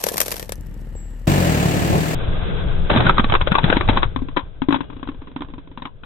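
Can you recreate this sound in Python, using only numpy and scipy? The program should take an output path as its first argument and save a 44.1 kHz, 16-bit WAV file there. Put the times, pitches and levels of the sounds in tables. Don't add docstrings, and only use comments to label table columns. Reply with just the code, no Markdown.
import sys
import numpy as np
from scipy import signal
from scipy.io import wavfile
from scipy.ndimage import uniform_filter1d

SR = 44100
rng = np.random.default_rng(int(sys.argv[2]) if len(sys.argv) > 2 else 0)


def master_out(mix):
    frames = np.transpose(np.atleast_2d(mix))
    ceiling = np.clip(frames, -1, 1)
    pcm = np.round(ceiling * 32767).astype(np.int16)
    wavfile.write(sys.argv[1], SR, pcm)


N = 266805
TIME_S = np.arange(N) / SR

# start in seconds, hollow knock level in dB, crack level in dB, both before trim.
NUT_AND_CAR_BLOWS = [(0.039, -20, -23.5), (0.066, -16, -28), (0.087, -38, -25.5), (0.115, -23.5, -54),
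                     (0.142, -29, -37), (0.158, -24.5, -56), (0.17, -40, -29.5), (0.1799, -24.5, -24.5),
                     (0.2032, -19, -20.5), (0.214, -26, -22), (0.281, -25.5, -31), (0.316, -28, -29),
                     (0.321, -37, -29.5), (0.341, -29, -36), (0.366, -55, -35.5), (0.396, -32, -34),
                     (0.427, -29.5, -36.5), (0.493, -26, -37.5), (0.521, -26.5, -31.5), (0.952, -34, -66)]
# frequency in Hz, level in dB per Hz.
NUT_KNOCK_SPECTRUM = [(120, -25.5), (200, 1.5), (220, -9), (274, -9.5), (307, -6.5), (530, 1.5),
                      (1200, -15.5), (1560, -46.5), (2640, -120)]
# frequency in Hz, level in dB per Hz.
NUT_CRACK_SPECTRUM = [(590, -19), (1000, -8.5), (1350, -9.5), (1630, -11.5), (2550, -8), (2800, -10.5),
                      (5000, -8.5), (6500, -18.5), (11000, -120)]
# frequency in Hz, level in dB per Hz.
NUT_SPLINTER_SPECTRUM = [(4000, -12.5), (4700, -4.5), (5600, 4.5), (7000, -1.5), (8400, 0), (9900, -2.5),
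                         (11000, 1.5), (12000, 2.5), (13200, 3.5), (14000, -7.5), (14600, -17.5),
                         (15500, -29.5)]
# start in seconds, thud frequency in Hz, thud level in dB,
# ring frequency in Hz, ring level in dB before trim.
CAPSULE_CRACKS = [(2.9, 555, -17, 660, -12.5), (2.912, 520, -19.5, 793, -23), (2.937, 580, -26.5, 820, -28),
                  (2.961, 233, -12.5, 636, -16), (2.972, 115.7, -10.5, 1144, -20),
                  (3.004, 113, -16, 734, -17.5), (3.066, 103.5, -17, 1470, -15),
                  (3.094, 116, -27.5, 1330, -9), (3.181, 170, -23, 1230, -12),
                  (3.195, 218.6, -12.5, 1230, -15), (3.243, 230, -20, 1120, -21.5),
                  (3.298, 165, -29.5, 1153, -24), (3.322, 150, -18.5, 807, -15),
                  (3.339, 381, -20.5, 958, -15.5), (3.351, 410, -27.5, 1114, -11.5),
                  (3.412, 550, -30, 1010, -18.5), (3.472, 507, -25, 610, -17.5),
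                  (3.518, 183, -13.5, 1440, -18), (3.552, 280, -30, 1130, -11.5),
                  (3.584, 152, -24.5, 930, -15), (3.641, 156.6, -9, 1480, -21.5),
                  (3.7, 270, -22, 1520, -15.5), (3.726, 550, -18, 1530, -16), (3.768, 276, -13.5, 930, -22),
                  (3.809, 342, -25, 1155, -19.5), (3.887, 105, -10, 846, -14),
                  (3.894, 253, -14, 620, -18.5), (3.972, 246, -26, 1070, -14),
                  (4.03, 544, -27, 1120, -14.5)]
# frequency in Hz, level in dB per Hz.
PLASTIC_BODY_SPECTRUM = [(210, -26.5), (350, 1.5), (436, -7), (550, 0.5), (675, -21.5), (731, -4), (910, 1),
                         (1220, -2.5), (1560, -1), (2000, -19.5), (2600, -17.5), (4400, -120)]
# frequency in Hz, level in dB per Hz.
PLASTIC_SNAP_SPECTRUM = [(1000, -36.5), (1700, 1.5), (2010, 1.5), (2560, 0.5), (2830, -2.5), (3370, 5),
                         (3820, 1), (4000, -4), (5200, -51), (8800, -120)]
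# time in seconds, left over right in dB.
PLASTIC_PAN = [(2.9, 1), (3.33, 1), (3.5, 6.5), (3.9, 5), (4.15, 8.5), (4.7, 9.5), (5.1, 4), (5.4, -3.5),
               (5.8, 5)]
# start in seconds, thud level in dB, ring level in dB before trim.
HALF_BOUNCES = [(4.161, -21, -26), (4.22, -21.5, -43), (4.285, -31, -36), (4.364, -30, -29),
                (4.369, -18.5, -15.5), (4.619, -17.5, -27.5), (4.686, -11, -25.5), (4.707, -25.5, -25.5),
                (4.725, -16.5, -19), (4.743, -22, -19), (4.758, -20, -25), (4.806, -23, -29),
                (4.9, -35, -39), (4.966, -34, -44), (5.029, -29, -32.5), (5.074, -37.5, -35.5),
                (5.088, -22.5, -32), (5.22, -34, -46), (5.272, -41, -41), (5.362, -24.5, -30.5),
                (5.407, -26.5, -34), (5.42, -32.5, -29.5), (5.537, -33.5, -39.5), (5.581, -33.5, -42.5),
                (5.775, -34, -33), (5.821, -36.5, -31), (5.854, -32.5, -27.5), (6.035, -52, -37.5)]
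# frequency in Hz, starting level in dB, t60 in seconds.
SHELL_RING_MODES = [(2880, -60, 1.7), (3311, -65.5, 0.74), (3330, -62.5, 2.4)]
# start in seconds, length in seconds, level in dB.
PLASTIC_CREAKS = [(2.898, 0.19, -18.5), (3.639, 0.12, -24), (3.886, 0.083, -25)]
# frequency in Hz, level in dB per Hz.
GROAN_SPECTRUM = [(60, 4.5), (160, 3.5), (330, -4), (560, -9.5), (800, -7.5)]
# time in seconds, firings per second.
DRIVE_FIRING_RATE = [(1.28, 48.6), (1.35, 48.3), (1.52, 38.8), (1.64, 35.5), (2.13, 39.8)]
# frequency in Hz, level in dB per Hz.
DRIVE_PIPE_SPECTRUM = [(35, -12), (48, -8.5), (75, -2), (125, -3.5), (172, 4), (205, -10), (330, -14.5),
                       (440, -31), (550, -25), (700, -17)]
# frequency in Hz, level in dB per Hz.
DRIVE_ROAR_SPECTRUM = [(150, -28.5), (260, -7.5), (343, -7), (437, -11), (691, -10.5), (896, -18.5),
                       (1100, -17), (1430, -46.5), (2420, -120)]
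# frequency in Hz, level in dB per Hz.
DRIVE_HISS_SPECTRUM = [(530, -19), (900, 1), (1070, -10), (1230, -0.5), (1470, -1.5), (1770, 3.5),
                       (1950, 0), (2830, -1.5), (3150, -5.5), (4520, -7.5), (5280, -11.5), (7770, -8),
                       (9310, -17), (15200, -14), (16000, -20.5)]
# time in seconds, relative level in dB.
PASSING_LEVEL = [(2.17, -0.5), (2.56, 2), (2.8, -1.5), (3.15, 0), (3.42, -4.5), (3.72, 1.5), (4.1, -10),
                 (4.55, -18.5), (4.82, -14), (5.2, -17), (6, -21.5)]
# frequency in Hz, level in dB per Hz.
SLOW_PIPE_SPECTRUM = [(8.8, -24), (15, 7), (28, -3.5), (65, -9.5), (124, -13), (178, -26), (206, -44.5),
                      (220, -30.5), (290, -56), (480, -120)]
# frequency in Hz, level in dB per Hz.
SLOW_ROAR_SPECTRUM = [(100, -18), (170, 4.5), (215, -9.5), (303, -7.5), (392, -7), (486, -6), (617, -14),
                      (800, -27), (1040, -42.5), (1760, -120)]
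# frequency in Hz, level in dB per Hz.
SLOW_HISS_SPECTRUM = [(380, -14.5), (650, 2), (696, -1), (995, -5), (1190, -3.5), (1430, -5), (1550, 0.5),
                      (1800, -13), (2020, -10.5), (2420, -10), (2950, -11.5), (3440, -5.5), (4000, -16),
                      (5200, -65), (8800, -120)]
# time in seconds, firing hum level in dB, rumble level in dB, both before trim.
IDLE_LEVELS = [(0.0, -56.5, -49), (0.654, -33.5, -36), (1.25, -31, -39.5)]
# frequency in Hz, level in dB per Hz.
IDLE_RUMBLE_SPECTRUM = [(29, -30), (50, -10), (65, -9.5), (228, -21), (258, -29), (278, -23.5),
                        (411, -34.5), (483, -31), (1000, -55), (1300, -101.5), (2200, -120)]
# frequency in Hz, level in dB per Hz.
IDLE_HISS_SPECTRUM = [(530, -13.5), (900, -1), (975, -7), (1770, -8.5), (5400, -24.5), (6270, -31.5),
                      (7280, -19.5), (7880, -16.5), (8740, -36.5), (12100, -21), (14000, -46)]
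# time in seconds, level in dB before trim.
BRAKE_LEVEL = [(0.9, -116), (0.966, -46.5), (1.26, -76)]
# frequency in Hz, level in dB.
WHINE_BANDS = [(1830, -62), (2880, -69)]

CUT_S, SLOW_S = 1.272, 2.148
NUT_EDGE_HZ, SLOW_EDGE_HZ, EDGE_HZ = 14500, 4050, 16000
SPLINTER_FROM_DB, SPLINTER_GROWTH = -34.5, 1.3
CRUNCH_DB, CRUNCH_SAG_DB_PER_S, SETTLE_DB = -32.5, 7.5, -65.5
TREAD_OFF_S, CRUNCH_RELEASE_DB_PER_S = 0.38, 195
DEBRIS_FROM_S = 0.556
SNAP_DB, SNAP_GROWTH = -16, 0.48
GIVE_S, GIVE_DB = (0.004, 0.01), -14
CUP_HZ, WALL_HZ, PITCH_SPREAD = 267.3, 1042, 0.051
FREE_CUP_CYCLES = 2.2
BOUNCE_SNAP_DB = -8.5
RATTLE_S, RATTLE_DB = (0.015, 0.028), -15.5
ROLL_S, ROLL_DB = (4.8, 5.75), -40
FLUNG_S = 4.745
CREAK_ATTACK_S, CREAK_RELEASE_DB_PER_S = 0.017, 211
PIPE_EASE_DB_PER_S, ROAR_EASE_DB_PER_S, HISS_EASE_DB_PER_S = 15.5, 6, 5
SURGE_S, SURGE_WIDTH_S, SURGE_DB = 1.95, 0.032, 6
PIPE_FOLLOWS, HISS_FOLLOWS = 1.09, 1.22
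PIPE_LAG_S = 0.18
BRAKE_HZ = 7670


def amp(db):
    return 10 ** (np.asarray(db) / 20)


def unit(x):
    return x / np.sqrt(np.mean(x ** 2) + 1e-20)


def blow(x):
    mean_energy = np.sum(x ** 2) / 2
    return x / np.sqrt(mean_energy / (SR / 100) + 1e-20)


def curves(rows):
    time_s, *columns = np.transpose(rows)
    return [np.interp(TIME_S, time_s, column) for column in columns]


def after(s):
    return np.maximum(TIME_S - s, 0)


def colour(x, spectrum, size=4096):
    hz, db = np.transpose(spectrum)
    octave = np.log2(np.abs(np.fft.fftfreq(size, 1 / SR)) + 1)
    knots = np.log2(hz + 1)
    outside = np.abs(octave - np.clip(octave, knots[0], knots[-1]))
    gain_db = np.maximum(np.interp(octave, knots, db) - 40 * outside, -100)
    log_gain = np.log(amp(gain_db))
    taps = np.fft.ifft(np.exp(np.conj(signal.hilbert(log_gain)))).real
    return signal.fftconvolve(x, taps[None], axes=1)[:, :x.shape[1]]


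def lowpass(x, hz):
    taps = signal.firwin(801, hz, window=("kaiser", 9), fs=SR)
    return signal.oaconvolve(x, taps[None], "same")


def pair(size, shared):
    noise = rng.standard_normal((3, size))
    shared = np.clip(shared, 0, 1)
    return np.sqrt(shared) * noise[2] + np.sqrt(1 - shared) * noise[:2]


def clumps(size, span_s, depth_db):
    span = max(int(span_s * SR), 1)
    sway = unit(uniform_filter1d(rng.standard_normal(size), span))
    return unit(amp(depth_db * np.clip(sway, -2, 2)))


def panned(x, pan_db):
    return x * amp([[pan_db / 2], [-pan_db / 2]])


def placed(x, pan_db, lead_s):
    left, right = x
    delay = int(max(lead_s, 0) * SR)
    late_right = np.pad(right, (delay, 0))[:len(left)]
    return panned(np.array([left, late_right]), pan_db)


def add(mix, s, sound):
    start = max(round(s * SR), 0)
    part = mix[:, start:][:, :sound.shape[1]]
    part += sound[:, :part.shape[1]]


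def mode(t, hz, fall_s):
    return np.sin(2 * np.pi * hz * t) * np.exp(-t / fall_s)


def rung(x, t, hz, fall_s):
    ringing = signal.fftconvolve(x, mode(t, hz, fall_s)[None], axes=1)
    return blow(ringing[:, :x.shape[1]])


def fracture(t, fall_s, tail_db, tail_s, shared, grain_s, grain_db):
    breaks = pair(len(t), shared) * np.exp(-t / fall_s)
    scatter = amp(tail_db) * pair(len(t), 0) * np.exp(-t / tail_s)
    return (breaks + scatter) * clumps(len(t), grain_s, grain_db)


def wash(spectrum, level_db, shared, throb=1):
    return amp(level_db) * unit(colour(pair(N, shared) * throb, spectrum))


def exhaust(firing_hz, spectrum, uneven, rough, shared):
    turns = np.cumsum(firing_hz) / SR
    firings = np.diff(np.floor(turns), prepend=0)
    pulses = firings * (1 + uneven * rng.standard_normal(N))
    throb = unit(1 + np.exp(-(turns % 1) / 0.505))
    gas = unit(pulses - pulses.mean()) + rough * throb * pair(N, shared)
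    return unit(colour(gas, spectrum, size=16384)), throb


def walnuts_and_car_knock(knock_db=-3.5, crack_db=-1, splinter_db=-1, chip_db=-5, shard_db=-6,
                          pan_db=2.5, pan_spread_db=2):
    out, t = np.zeros((2, N)), np.arange(SR // 6) / SR
    for s, knock, crack in NUT_AND_CAR_BLOWS:
        splinter = SPLINTER_FROM_DB + SPLINTER_GROWTH * (crack - SPLINTER_FROM_DB)
        split = fracture(t, fall_s=0.0022, tail_db=-9.5, tail_s=0.0081, shared=0.328, grain_s=0.0004, grain_db=-1.5)
        push = fracture(t, fall_s=0.00077, tail_db=-23.5, tail_s=0.015, shared=0.96, grain_s=0.0013, grain_db=-1.5)
        sound = amp(knock + knock_db) * blow(colour(push, NUT_KNOCK_SPECTRUM))
        sound += amp(crack + crack_db) * blow(colour(split, NUT_CRACK_SPECTRUM))
        sound += amp(crack + chip_db) * rung(push, t, rng.uniform(1550, 1850), fall_s=0.0023)
        shard = amp(shard_db) * rung(push, t, rng.uniform(10530, 13710), fall_s=0.0012)
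        bright = blow(colour(split, NUT_SPLINTER_SPECTRUM)) + shard
        sound += amp(splinter + splinter_db) * panned(bright, pan_db=7)
        add(out, s, placed(sound, pan_db + pan_spread_db * rng.uniform(-1, 1), lead_s=0.0004))
    return out


def crumbs(per_s=2500, spread_db=3, knock_db=-4, crack_db=-6, splinter_db=-1):
    crunch = CRUNCH_DB - CRUNCH_SAG_DB_PER_S * TIME_S - CRUNCH_RELEASE_DB_PER_S * after(TREAD_OFF_S)
    level_db = np.maximum(crunch, SETTLE_DB)
    breaks = rng.random(N) < per_s / SR
    sizes = amp(spread_db * np.minimum(rng.exponential(1, N), 3)) * breaks
    grains = sizes * clumps(N, span_s=0.0057, depth_db=4.5) * pair(N, 0.3)
    sound = amp(knock_db) * unit(colour(grains, NUT_KNOCK_SPECTRUM))
    sound += amp(crack_db) * unit(colour(grains, NUT_CRACK_SPECTRUM))
    sound += amp(splinter_db) * unit(colour(grains, NUT_SPLINTER_SPECTRUM))
    return panned(amp(level_db) * sound, pan_db=0.5)


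def debris(gap_s=0.05, slowing=1.2, first_db=-48, step_db=-3, count=5):
    out, t, s = np.zeros((2, N)), np.arange(SR // 10) / SR, DEBRIS_FROM_S
    for k in range(count):
        tick = fracture(t, fall_s=0.0011, tail_db=-24, tail_s=0.015, shared=0.37, grain_s=0.0004, grain_db=-8)
        add(out, s, amp(first_db + k * step_db) * blow(colour(tick, NUT_SPLINTER_SPECTRUM)))
        s += gap_s * slowing ** k * rng.uniform(0.8, 1.2)
    return out


def plastic(s, thud_hz, thud, ring_hz, ring, snap, ring_db=-1, body_db=-4, high_db=-4, rise_s=0.0014, cup_cycles=0.94):
    t = np.arange(SR // 5) / SR
    split = fracture(t, fall_s=0.0077, tail_db=-26.5, tail_s=0.035, shared=0.081, grain_s=0.0021, grain_db=1.5)
    push = fracture(t, fall_s=0.0014, tail_db=-24.0, tail_s=0.022, shared=0.3, grain_s=0.0037, grain_db=2.5)
    cup = mode(t, thud_hz, cup_cycles / thud_hz) * (1 - np.exp(-t / rise_s)) * np.ones((2, 1))
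    sound = amp(thud) * blow(cup)
    sound += amp(ring + ring_db) * rung(push, t, ring_hz, fall_s=0.0037)
    sound += amp(ring + body_db) * blow(colour(split, PLASTIC_BODY_SPECTRUM))
    high = amp(high_db) * rung(push, t, rng.uniform(2000, 3853), fall_s=0.0023)
    sound += amp(snap) * blow(blow(colour(split, PLASTIC_SNAP_SPECTRUM)) + high)
    pan_db = np.interp(s, *np.transpose(PLASTIC_PAN))
    lead_s = np.interp(pan_db, [6, 8.5], [0, 0.003])
    return s, placed(sound, pan_db, lead_s)


def capsules():
    out = np.zeros((2, N))
    for s, thud_hz, thud, ring_hz, ring in CAPSULE_CRACKS:
        snap = SNAP_DB + SNAP_GROWTH * max(thud, ring)
        early_s = s - rng.uniform(*GIVE_S)
        add(out, *plastic(early_s, thud_hz, thud + GIVE_DB, ring_hz, ring + GIVE_DB, snap + GIVE_DB))
        add(out, *plastic(s, thud_hz, thud, ring_hz, ring, snap))
    return out


def landing(s, thud, ring, bump_hz=170, bump_db=-11, bump_s=0.008):
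    cup, wall = np.exp(PITCH_SPREAD * rng.standard_normal(2))
    _, sound = plastic(s, CUP_HZ * cup, thud, WALL_HZ * wall, ring, ring + BOUNCE_SNAP_DB,
                       ring_db=-1.5, body_db=-5.5, high_db=-5.5, cup_cycles=FREE_CUP_CYCLES)
    bump = blow(mode(TIME_S[:sound.shape[1]], bump_hz, bump_s) * np.ones((2, 1)))
    return s, sound + amp(thud + bump_db) * panned(bump, pan_db=5.5)


def halves(roll_ring_db=-7, count=15):
    out, t = np.zeros((2, N)), np.arange(SR) / SR
    for s, thud, ring in HALF_BOUNCES:
        add(out, *landing(s, thud, ring))
        add(out, *landing(s + rng.uniform(*RATTLE_S), thud + RATTLE_DB, ring + RATTLE_DB))
    for s in np.interp(np.arange(count) + rng.random(count), [0, count], ROLL_S):
        add(out, *landing(s, ROLL_DB, ROLL_DB + roll_ring_db))
    ringing = sum(amp(db) * mode(t, hz, t60_s / np.log(1000)) for hz, db, t60_s in SHELL_RING_MODES)
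    add(out, FLUNG_S, panned(ringing, pan_db=13))
    return out


def creaking(body_db=-6, snap_db=-11, groan_db=0):
    strain = np.zeros(N)
    for s, length_s, db in PLASTIC_CREAKS:
        attack = np.minimum(after(s) / CREAK_ATTACK_S, 1)
        strain += attack * amp(db - CREAK_RELEASE_DB_PER_S * after(s + length_s))
    slips = clumps(N, span_s=0.0057, depth_db=2.0)
    low = wash(GROAN_SPECTRUM, groan_db, shared=0.39, throb=slips)
    body = wash(PLASTIC_BODY_SPECTRUM, body_db, shared=0.23, throb=slips)
    snap = wash(PLASTIC_SNAP_SPECTRUM, snap_db, shared=0.23, throb=slips)
    return panned(strain * (low + body + snap), pan_db=2.0)


def driving(pipe_db=-11.0, roar_db=-21, hiss_db=-25.5):
    firing_hz, = curves(DRIVE_FIRING_RATE)
    coasting_s = after(CUT_S)
    surge_db = SURGE_DB * np.exp(-((TIME_S - SURGE_S) / SURGE_WIDTH_S) ** 2)
    rough = np.interp(TIME_S, [1.55, 1.85], [0.3, 1.1])
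    pipe, throb = exhaust(firing_hz, DRIVE_PIPE_SPECTRUM, uneven=0.14, rough=rough, shared=0.3)
    engine = amp(pipe_db - PIPE_EASE_DB_PER_S * coasting_s + surge_db) * pipe
    tyres_db = roar_db - ROAR_EASE_DB_PER_S * coasting_s + surge_db
    tyres = wash(DRIVE_ROAR_SPECTRUM, tyres_db, shared=0.84, throb=throb)
    air = wash(DRIVE_HISS_SPECTRUM, hiss_db - HISS_EASE_DB_PER_S * coasting_s, shared=0.19, throb=throb)
    return placed(engine + tyres + air, pan_db=1.7, lead_s=0.0004)


def slowed_car(firing_hz=7.9, pipe_db=-19.0, roar_db=-30.5, hiss_db=-35.0):
    near_db, = curves(PASSING_LEVEL)
    pipe, _ = exhaust(np.full(N, firing_hz), SLOW_PIPE_SPECTRUM, uneven=0.5, rough=1.8, shared=0.55)
    grit = clumps(N, span_s=0.016, depth_db=1.2)
    gusts = clumps(N, span_s=0.06, depth_db=1.5)
    tyres = wash(SLOW_ROAR_SPECTRUM, roar_db + near_db, shared=0.1, throb=grit)
    air = wash(SLOW_HISS_SPECTRUM, hiss_db + HISS_FOLLOWS * near_db, shared=0.054, throb=gusts)
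    pipe_near_db = np.interp(TIME_S - PIPE_LAG_S, TIME_S, near_db)
    engine = amp(pipe_db + PIPE_FOLLOWS * pipe_near_db) * pipe
    return panned(engine + tyres + air, pan_db=2.5)


def idling(firing_hz=37.9, hum_db=0, rumble_db=1, hiss_db=-57.5, brake_db=-1):
    hum, rumble = curves(IDLE_LEVELS)
    squeal, = curves(BRAKE_LEVEL)
    firing = amp(hum + hum_db) * unit(np.sin(2 * np.pi * firing_hz * TIME_S))
    pipe, throb = exhaust(np.full(N, firing_hz), IDLE_RUMBLE_SPECTRUM, uneven=0.56, rough=1.3, shared=0.47)
    braking = TIME_S > BRAKE_LEVEL[0][0]
    brake = amp(squeal + brake_db) * unit(np.sin(2 * np.pi * BRAKE_HZ * TIME_S)) * braking
    air = wash(IDLE_HISS_SPECTRUM, hiss_db, shared=0.373, throb=throb)
    return panned(firing + amp(rumble + rumble_db) * pipe + air + brake, pan_db=4.0)


def whines(fall_s=0.0026):
    t = TIME_S[:SR // 10]
    return sum(amp(db) * unit(rung(pair(N, 0.31), t, hz, fall_s)) for hz, db in WHINE_BANDS)


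def scene():
    nuts = np.tanh(walnuts_and_car_knock() + crumbs() + debris() + idling() + whines())
    nuts = lowpass(nuts, NUT_EDGE_HZ)
    slow = np.clip(slowed_car() + creaking() + capsules() + halves(), -0.92, 0.92)
    slow = lowpass(slow, SLOW_EDGE_HZ)
    return np.where(TIME_S < CUT_S, nuts, np.where(TIME_S < SLOW_S, driving(), slow))


def record(dry):
    return lowpass(np.clip(dry, -0.96, 0.96), EDGE_HZ)


dry = scene()
out = record(dry)
master_out(out)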